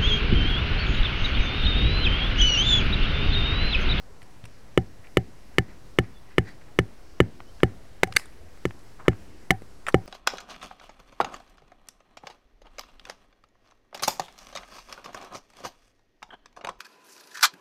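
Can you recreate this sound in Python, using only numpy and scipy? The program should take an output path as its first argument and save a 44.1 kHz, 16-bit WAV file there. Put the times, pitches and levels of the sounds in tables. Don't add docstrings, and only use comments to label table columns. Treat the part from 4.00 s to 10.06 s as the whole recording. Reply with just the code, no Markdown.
import sys
import numpy as np
from scipy import signal
from scipy.io import wavfile

SR = 44100
rng = np.random.default_rng(int(sys.argv[2]) if len(sys.argv) > 2 else 0)


def natural_amplitude(level_db):
    exponent = np.asarray(level_db, float) / 20
    return 10 ** exponent


def transcribe(u):
    v = np.clip(np.atleast_2d(u).T, -1, 1)
    q = np.round(v * 32767).astype(np.int16)
    wavfile.write(sys.argv[1], SR, q)


N = 267246

# t/s, strength/dB, hardness at 2 kHz/dB, club ring/dB, club belly/dB
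SQUARE_BLOWS = [(.7760, 1, -4, -35, 2), (1.1709, -.5, -.5, -36.5, 3), (1.5837, -2, 3, -39, -20),
                (1.9872, -.5, .5, -38, -14), (2.3822, -.2, .5, -41, -14), (2.789, -.5, .5, -45, -12),
                (3.203, 2.5, -.2, -45, -4), (3.6327, 2, -2, -35, -4), (4.073, -32, -7, -40, -1),
                (4.6535, -5.5, -5, -54, -12), (5.0816, 1.5, -.5, -39, 1), (5.9438, 2, -4, -27, 2)]
# t/s, strength/dB, skid/s, soil share/dB, club ring/dB
GLANCING_BLOWS = [(4.0325, -7.5, .0019, -7, -37), (5.5063, -3.5, .001, -2.5, -26)]
# f/Hz, level/dB, t60/s, sign of first motion
KNOCK_MODES = [(99, -18, .155, 1), (361, -8.9, .038, -1), (414, 1.7, .008, -1), (504, .1, .009, 1)]
# f/Hz, level/dB, t60/s, sign of first motion
DENT_MODES = [(1294, 0, .005, 1), (1366, -4.7, .011, -1)]
# f/Hz, level/dB, t60/s, sign of first motion
WOOD_MODES = [
    [(585, -25, .03, 1)],
    [(1767, -16.2, .03, 1)],
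    [(2051, -24.4, .025, -1), (2183, -9.7, .012, -1)],
    [(2879, -20.6, .014, 1), (2970, -19.5, .023, 1), (3475, -21, .009, -1)],
]
# f/Hz, level/dB, t60/s, sign of first motion
CLUB_MODES = [(747, 4, .115, 1), (780.4, 4, .115, -1)]
# f/Hz, density/(dB per Hz)
CRACK_SPECTRUM = [(2060, -23), (3500, -5.5), (5550, -10), (6280, -18), (6920, -8), (11600, -18),
                  (13700, -19), (16500, -32)]
# f/Hz, level/dB, t60/s, sign of first motion
SOIL_MODES = [(65.6, -12.8, .047, -1), (114, -9.3, .079, 1), (171, -20.3, .11, 1), (232, -12.8, .021, -1),
              (243, -22, .072, 1)]
# f/Hz, level/dB, t60/s, sign of first motion
SWAY_MODES = [(180, -23, .09, 1), (315, -25, .05, -1)]
# low f/Hz, high f/Hz, level/dB, t60/s
SETTLING_EARTH = (48.5, 270, -40.5, 0.5)
# low f/Hz, high f/Hz, level/dB, t60/s
STAKE_SHUDDER = (325, 400, -37, .16)
# low f/Hz, high f/Hz, level/dB, t60/s
WALL_SCATTER = (1550, 2150, -51.5, 0.25)
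# t/s, level/dB, main pitch f/Hz,
# brightness/dB
STONE_TAPS = [(.218, -43, 2600, -10), (.228, -46, 2200, -8), (.44, -38, 2900, -16),
              (2.44, -53.5, 1910, -11), (3.403, -37, 1250, -28), (3.4032, -43, 2100, -25),
              (3.603, -36, 2150, -32), (3.69, -47, 2000, -23), (4.0326, -9, 940, -35),
              (4.073, -43.5, 2200, -4.5), (4.124, -35, 2000, -10), (4.1245, -30, 4200, -22),
              (4.137, -41, 2300, -9), (4.196, -36, 2200, -10), (4.256, -51, 2200, 0),
              (4.325, -52, 1900, -23), (4.375, -52, 1990, -25), (4.574, -51, 2200, -10),
              (4.708, -36, 1850, -35), (4.791, -64, 3000, 4), (5.13, -41, 1790, -25),
              (5.152, -54, 1500, -20), (5.5065, -18, 1400, -30), (5.619, -43, 420, -19),
              (5.6195, -47, 2000, -12), (5.8668, -22, 2500, -17), (5.8842, -16.5, 1750, -17),
              (5.923, -50, 2000, 2)]
# t/s, level/dB,
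# main pitch f/Hz, fade/s, brightness/dB
STONE_RUBS = [(.452, -40, 2700, .012, -8), (1.039, -53, 2440, .03, -27), (1.068, -50, 2200, .017, -34),
              (2.68, -54, 1500, .02, -37), (4.151, -40, 2020, .02, -13), (4.175, -43, 2600, .06, -4),
              (4.987, -46, 1225, .076, -37), (5.045, -47, 1280, .071, -31.5), (5.113, -46, 1700, .03, -28),
              (5.870, -25, 2100, .011, -18), (5.877, -39, 700, .02, -8), (5.885, -27, 1600, .022, -14),
              (4.0325, -17, 1750, .008, -32), (4.033, -20, 2850, .008, -35), (4.163, -36, 480, .012, -30),
              (5.5065, -14, 560, .006, -18)]
# f/Hz, level/dB, t60/s
SLAB_MODES = [(474, -32, 0.049), (1793, -3, 0.017), (2153, 0, 0.015), (2853, -5, 0.011), (3700, -8, 0.017),
              (4005, -6, 0.013), (4468, -9, 0.015), (5609, -14, 0.012), (6300, -6, 0.013),
              (7740, -8, 0.008), (8670, -7, 0.008), (9900, -10, 0.008), (13800, -21, .006)]
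# t/s, level/dB, swell/s, hold/s, t60/s
SLAB_LANDING = (4.1615, -24, .004, .0025, .011)
# delay/s, low f/Hz, high f/Hz, level/dB, t60/s
TRICKLING_DUST = (.013, 6500, 11000, -47, .24)
# t/s, level/dB, swell/s, fade/s, upper bands/dB
SOLE_SCUFFS = [(1.03, -58, .02, .06, -20), (1.66, -60, .05, .12, -12), (2.02, -59, .02, .12, -14),
               (2.26, -60, .06, .12, -12), (2.44, -52, .05, .1, -5), (2.6, -61, .02, .04, -12),
               (4.19, -56, .03, .15, -6)]
# f/Hz, level/dB, t60/s
GRAVEL_MODES = [(1700, -6, .008), (1950, 0, .012), (2250, -4, .008), (3400, -6, .007), (4000, -2, .008),
                (4560, -2, .008)]
# t/s, level/dB
FOOTSTEPS = [(.225, -36), (.36, -39), (.435, -27.5), (0.989, -34.5), (4.1, -26.5), (4.149, -25.5),
             (5.62, -35.5)]
# t/s, length/s, start f/Hz, end f/Hz, top level/dB
BIRD_CHIRPS = [
    (2.127, .073, 3530, 3430, -60),
    (3.452, .063, 2870, 3200, -62),
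]
# f/Hz, density/(dB per Hz)
AIR_SPECTRUM = [(12, -23.5), (20, -16.5), (31, -8.5), (49, -19.5), (53, -14.5), (91, -17), (163, -23.5),
                (367, -24.5), (1060, -34), (2140, -37), (3340, -43), (5530, -41.5), (6180, -45),
                (13500, -52.5), (16000, -65)]

RISE_S = .00035
SOIL_LAG_S = .0071


def blows():
    out, click = np.zeros(N), np.eye(1, SR // 3)[0]
    t = np.arange(len(click)) / SR
    low_knock, top_knock = struck(KNOCK_MODES[:-2], click), struck(KNOCK_MODES[-2:], click)
    dent, club, soil = struck(DENT_MODES, click), struck(CLUB_MODES, click), struck(SOIL_MODES, click)
    wood = [struck(part, click) for part in WOOD_MODES]
    for s, db, hard_db, soil_db, ring_db, belly_db in touches():
        white = rng.standard_normal((2, len(click)))
        shaft_db = -2.5 - .27 * belly_db
        face_db = .1 - .8 * max(db, -2.5)
        tip_db = 3 - 1.2 * s
        upper = natural_amplitude(.5 * hard_db) * dent
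        for part_db, part in zip((belly_db, shaft_db, face_db, tip_db), wood):
            upper = upper + natural_amplitude(hard_db + part_db) * part
        knock = low_knock + natural_amplitude(.16 * belly_db) * top_knock
        add(out, natural_amplitude(db) * (knock + upper), s - RISE_S)

        burst = white * (natural_amplitude(-60 * t / .014) + natural_amplitude(-10 - 60 * t / .028))
        crack = coloured(burst, CRACK_SPECTRUM) / coloured(white, CRACK_SPECTRUM).std()
        crack_db = min(db + 8, 0) - 29 + 1.15 * hard_db
        add(out, natural_amplitude(ring_db) * club + natural_amplitude(crack_db) * crack, s)

        ground = soil + tail(white[0], *SETTLING_EARTH) + tail(white[1], *STAKE_SHUDDER)
        add(out, natural_amplitude(db + soil_db) * ground, s - RISE_S + SOIL_LAG_S)
        add(out, natural_amplitude(db + hard_db) * tail(white[1], *WALL_SCATTER), s + SOIL_LAG_S)
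    for s, db, *_ in GLANCING_BLOWS:
        add(out, natural_amplitude(db) * struck(SWAY_MODES, click), s + SOIL_LAG_S)
    return out


def touches():
    rows = []
    for s, db, hard_db, ring_db, belly_db in SQUARE_BLOWS:
        soil_db = .6 + .45 * hard_db
        rows.append((s, db, hard_db, soil_db, ring_db, belly_db))
    for s, db, skid_s, soil_db, ring_db in GLANCING_BLOWS:
        belly_db = 1.7 * (ring_db + 26.5)
        rows.append((s, db, 4.5, soil_db, ring_db, belly_db))
        rows.append((s + skid_s, db - 8.5, 4.5 + 6, soil_db - 6, ring_db - 15, belly_db))
    return sorted(rows)


def stones():
    out = np.zeros(N)
    for s, db, hz, bright_db in STONE_TAPS:
        fade_s = max(.009 - .00015 * (db + 45), .002)
        add(out, natural_amplitude(db - 16.5) * stone(hz, .0007, fade_s, bright_db, 2.5), s)
    for s, db, hz, fade_s, bright_db in STONE_RUBS:
        add(out, natural_amplitude(db - 16.5) * stone(hz, .19 * fade_s, fade_s, bright_db, 0), s)
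    return out


def stone(hz, swell_s, fade_s, bright_db, firm):
    t = np.arange(SR // 4) / SR
    draw = rng.random((3, len(t)))
    clicks = swell(t, swell_s, fade_s) * grit(draw, 6000., 3.5)
    clicks[0] = firm
    partials = [(.3, .15), (.68, .24), (.86, .9), (1.03, 1.3), (1.35, .26)]
    body = sum(ring(clicks, hz * ratio, 8.5 / hz) * share for ratio, share in partials)
    chips = sum(ring(clicks, chip_hz, .006) for chip_hz in 3500 * 2.6 ** draw[1, :4])
    dust = band(clicks, 3000, 9000)
    return band(body, .22 * hz, 8300) + natural_amplitude(bright_db + 9) * (.35 * chips + 2.5 * dust)


def slab():
    s, db, swell_s, hold_s, t60 = SLAB_LANDING
    out, t = np.zeros(N), np.arange(SR // 4) / SR
    crush = np.clip(t / swell_s, 0, 1) ** 2 * natural_amplitude(-60 * np.maximum(t - swell_s - hold_s, 0) / t60)
    clicks = crush * grit(rng.random((3, len(t))), 9000., 3.)
    modes = sum(natural_amplitude(mode_db) * ring(clicks, hz, min(ring_s, 30. 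/ hz)) for hz, mode_db, ring_s in SLAB_MODES)
    landing = band(modes, 1600, 13500) + 1.8 * band(clicks, 5500, 11500) + .4 * band(clicks, 280, 520)
    add(out, natural_amplitude(db) * landing, s)
    delay_s, *dust = TRICKLING_DUST
    add(out, tail(rng.standard_normal(len(t)), *dust), s + delay_s)
    return out


def scuffs():
    out, t = np.zeros(N), np.arange(SR // 3) / SR
    for s, db, swell_s, fade_s, upper_db in SOLE_SCUFFS:
        clicks = swell(t, swell_s, fade_s) * grit(rng.random((3, len(t))), 8000., 3.)
        for hz, mode_db, t60 in GRAVEL_MODES:
            level_db = db - 12 + mode_db + (upper_db if hz > 3000 else 0)
            add(out, natural_amplitude(level_db) * ring(clicks, hz, t60), s)
    return out


def steps():
    out, push = np.zeros(N), np.r_[np.hanning(120) / 60, np.zeros(SR // 4)]
    for s, db in FOOTSTEPS:
        add(out, natural_amplitude(db + 5.5) * struck(SOIL_MODES, push), s)
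    return out


def birds():
    out = np.zeros(N)
    for s, length_s, start_hz, end_hz, db in BIRD_CHIRPS:
        along = np.linspace(0, 1, int(length_s * SR))
        level_db = db + np.interp(along, [0, .66, 1], [-16, 0, -16])
        phase = 2 * np.pi * np.cumsum(start_hz + (end_hz - start_hz) * along) / SR
        add(out, np.sqrt(2) * natural_amplitude(level_db) * np.sin(phase), s)
    return out


def air():
    gust = drift(3.24)

    def patch(k):
        return natural_amplitude(.4 * gust + (3.0 - .1 * k) * drift(9.))

    return natural_amplitude(-52 + .9) * rms_one(coloured(rng.standard_normal((2, N)), AIR_SPECTRUM, patch))


def struck(modes, click):
    return sum(way * natural_amplitude(db) * ring(click, hz, t60) for hz, db, t60, way in modes)


def ring(clicks, hz, t60):
    r, w = natural_amplitude(-60 / (t60 * SR)), 2 * np.pi * hz / SR
    return signal.lfilter([0, np.sin(w)], [1, -2 * r * np.cos(w), r * r], clicks + 1e-18)


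def tail(white, low_hz, high_hz, db, t60):
    return natural_amplitude(db - 60 * np.arange(len(white)) / SR / t60) * rms_one(band(white, low_hz, high_hz))


def grit(draw, per_s, uneven_db):
    born, size, sign = draw
    return rms_one((born < per_s / SR) * natural_amplitude(-uneven_db * np.log(size + .02)) * np.sign(sign - .5))


def swell(t, swell_s, fade_s):
    return np.minimum(t / max(swell_s, 1e-4), 1) * natural_amplitude(-30 * np.maximum(t - swell_s, 0) / fade_s)


def coloured(white, spectrum, gain=lambda k: 1):
    edges = 16800 * 2. ** np.arange(-10, .1, .5)
    out = 0
    for k, (low, high) in enumerate(zip(edges, edges[1:])):
        level = natural_amplitude(at_hz(spectrum, np.sqrt(low * high)))
        out = out + level * gain(k) * band(white[k % 2], low, high)
    return out


def at_hz(points, hz):
    f, db = np.array(points).T
    return np.interp(np.log(hz), np.log(f), db)


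def band(x, low_hz, high_hz):
    return signal.sosfilt(signal.butter(2, [low_hz, high_hz], "band", fs=SR, output="sos"), x)


def drift(rate):
    return np.interp(np.arange(N) / SR * rate, np.arange(400), rng.standard_normal(400))


def rms_one(x):
    return x / np.sqrt(np.mean(x ** 2) + 1e-20)


def add(out, sound, s):
    at = int(round(s * SR))
    out[at:at + len(sound)] += sound[:N - at]


def scene():
    return (blows() + stones() + slab() + scuffs() + steps() + birds() + air())[None]


def band_limit(x):
    return signal.sosfilt(signal.butter(12, 16780, fs=SR, output="sos"), x)


def record(dry):
    clipped = np.clip(dry - .0077, -1, 1)
    top_cut = signal.cheby2(8, 50, 16400 + 900, fs=SR, output="sos")
    return band_limit(signal.sosfilt(top_cut, clipped))


dry = scene()
out = record(dry)
transcribe(out)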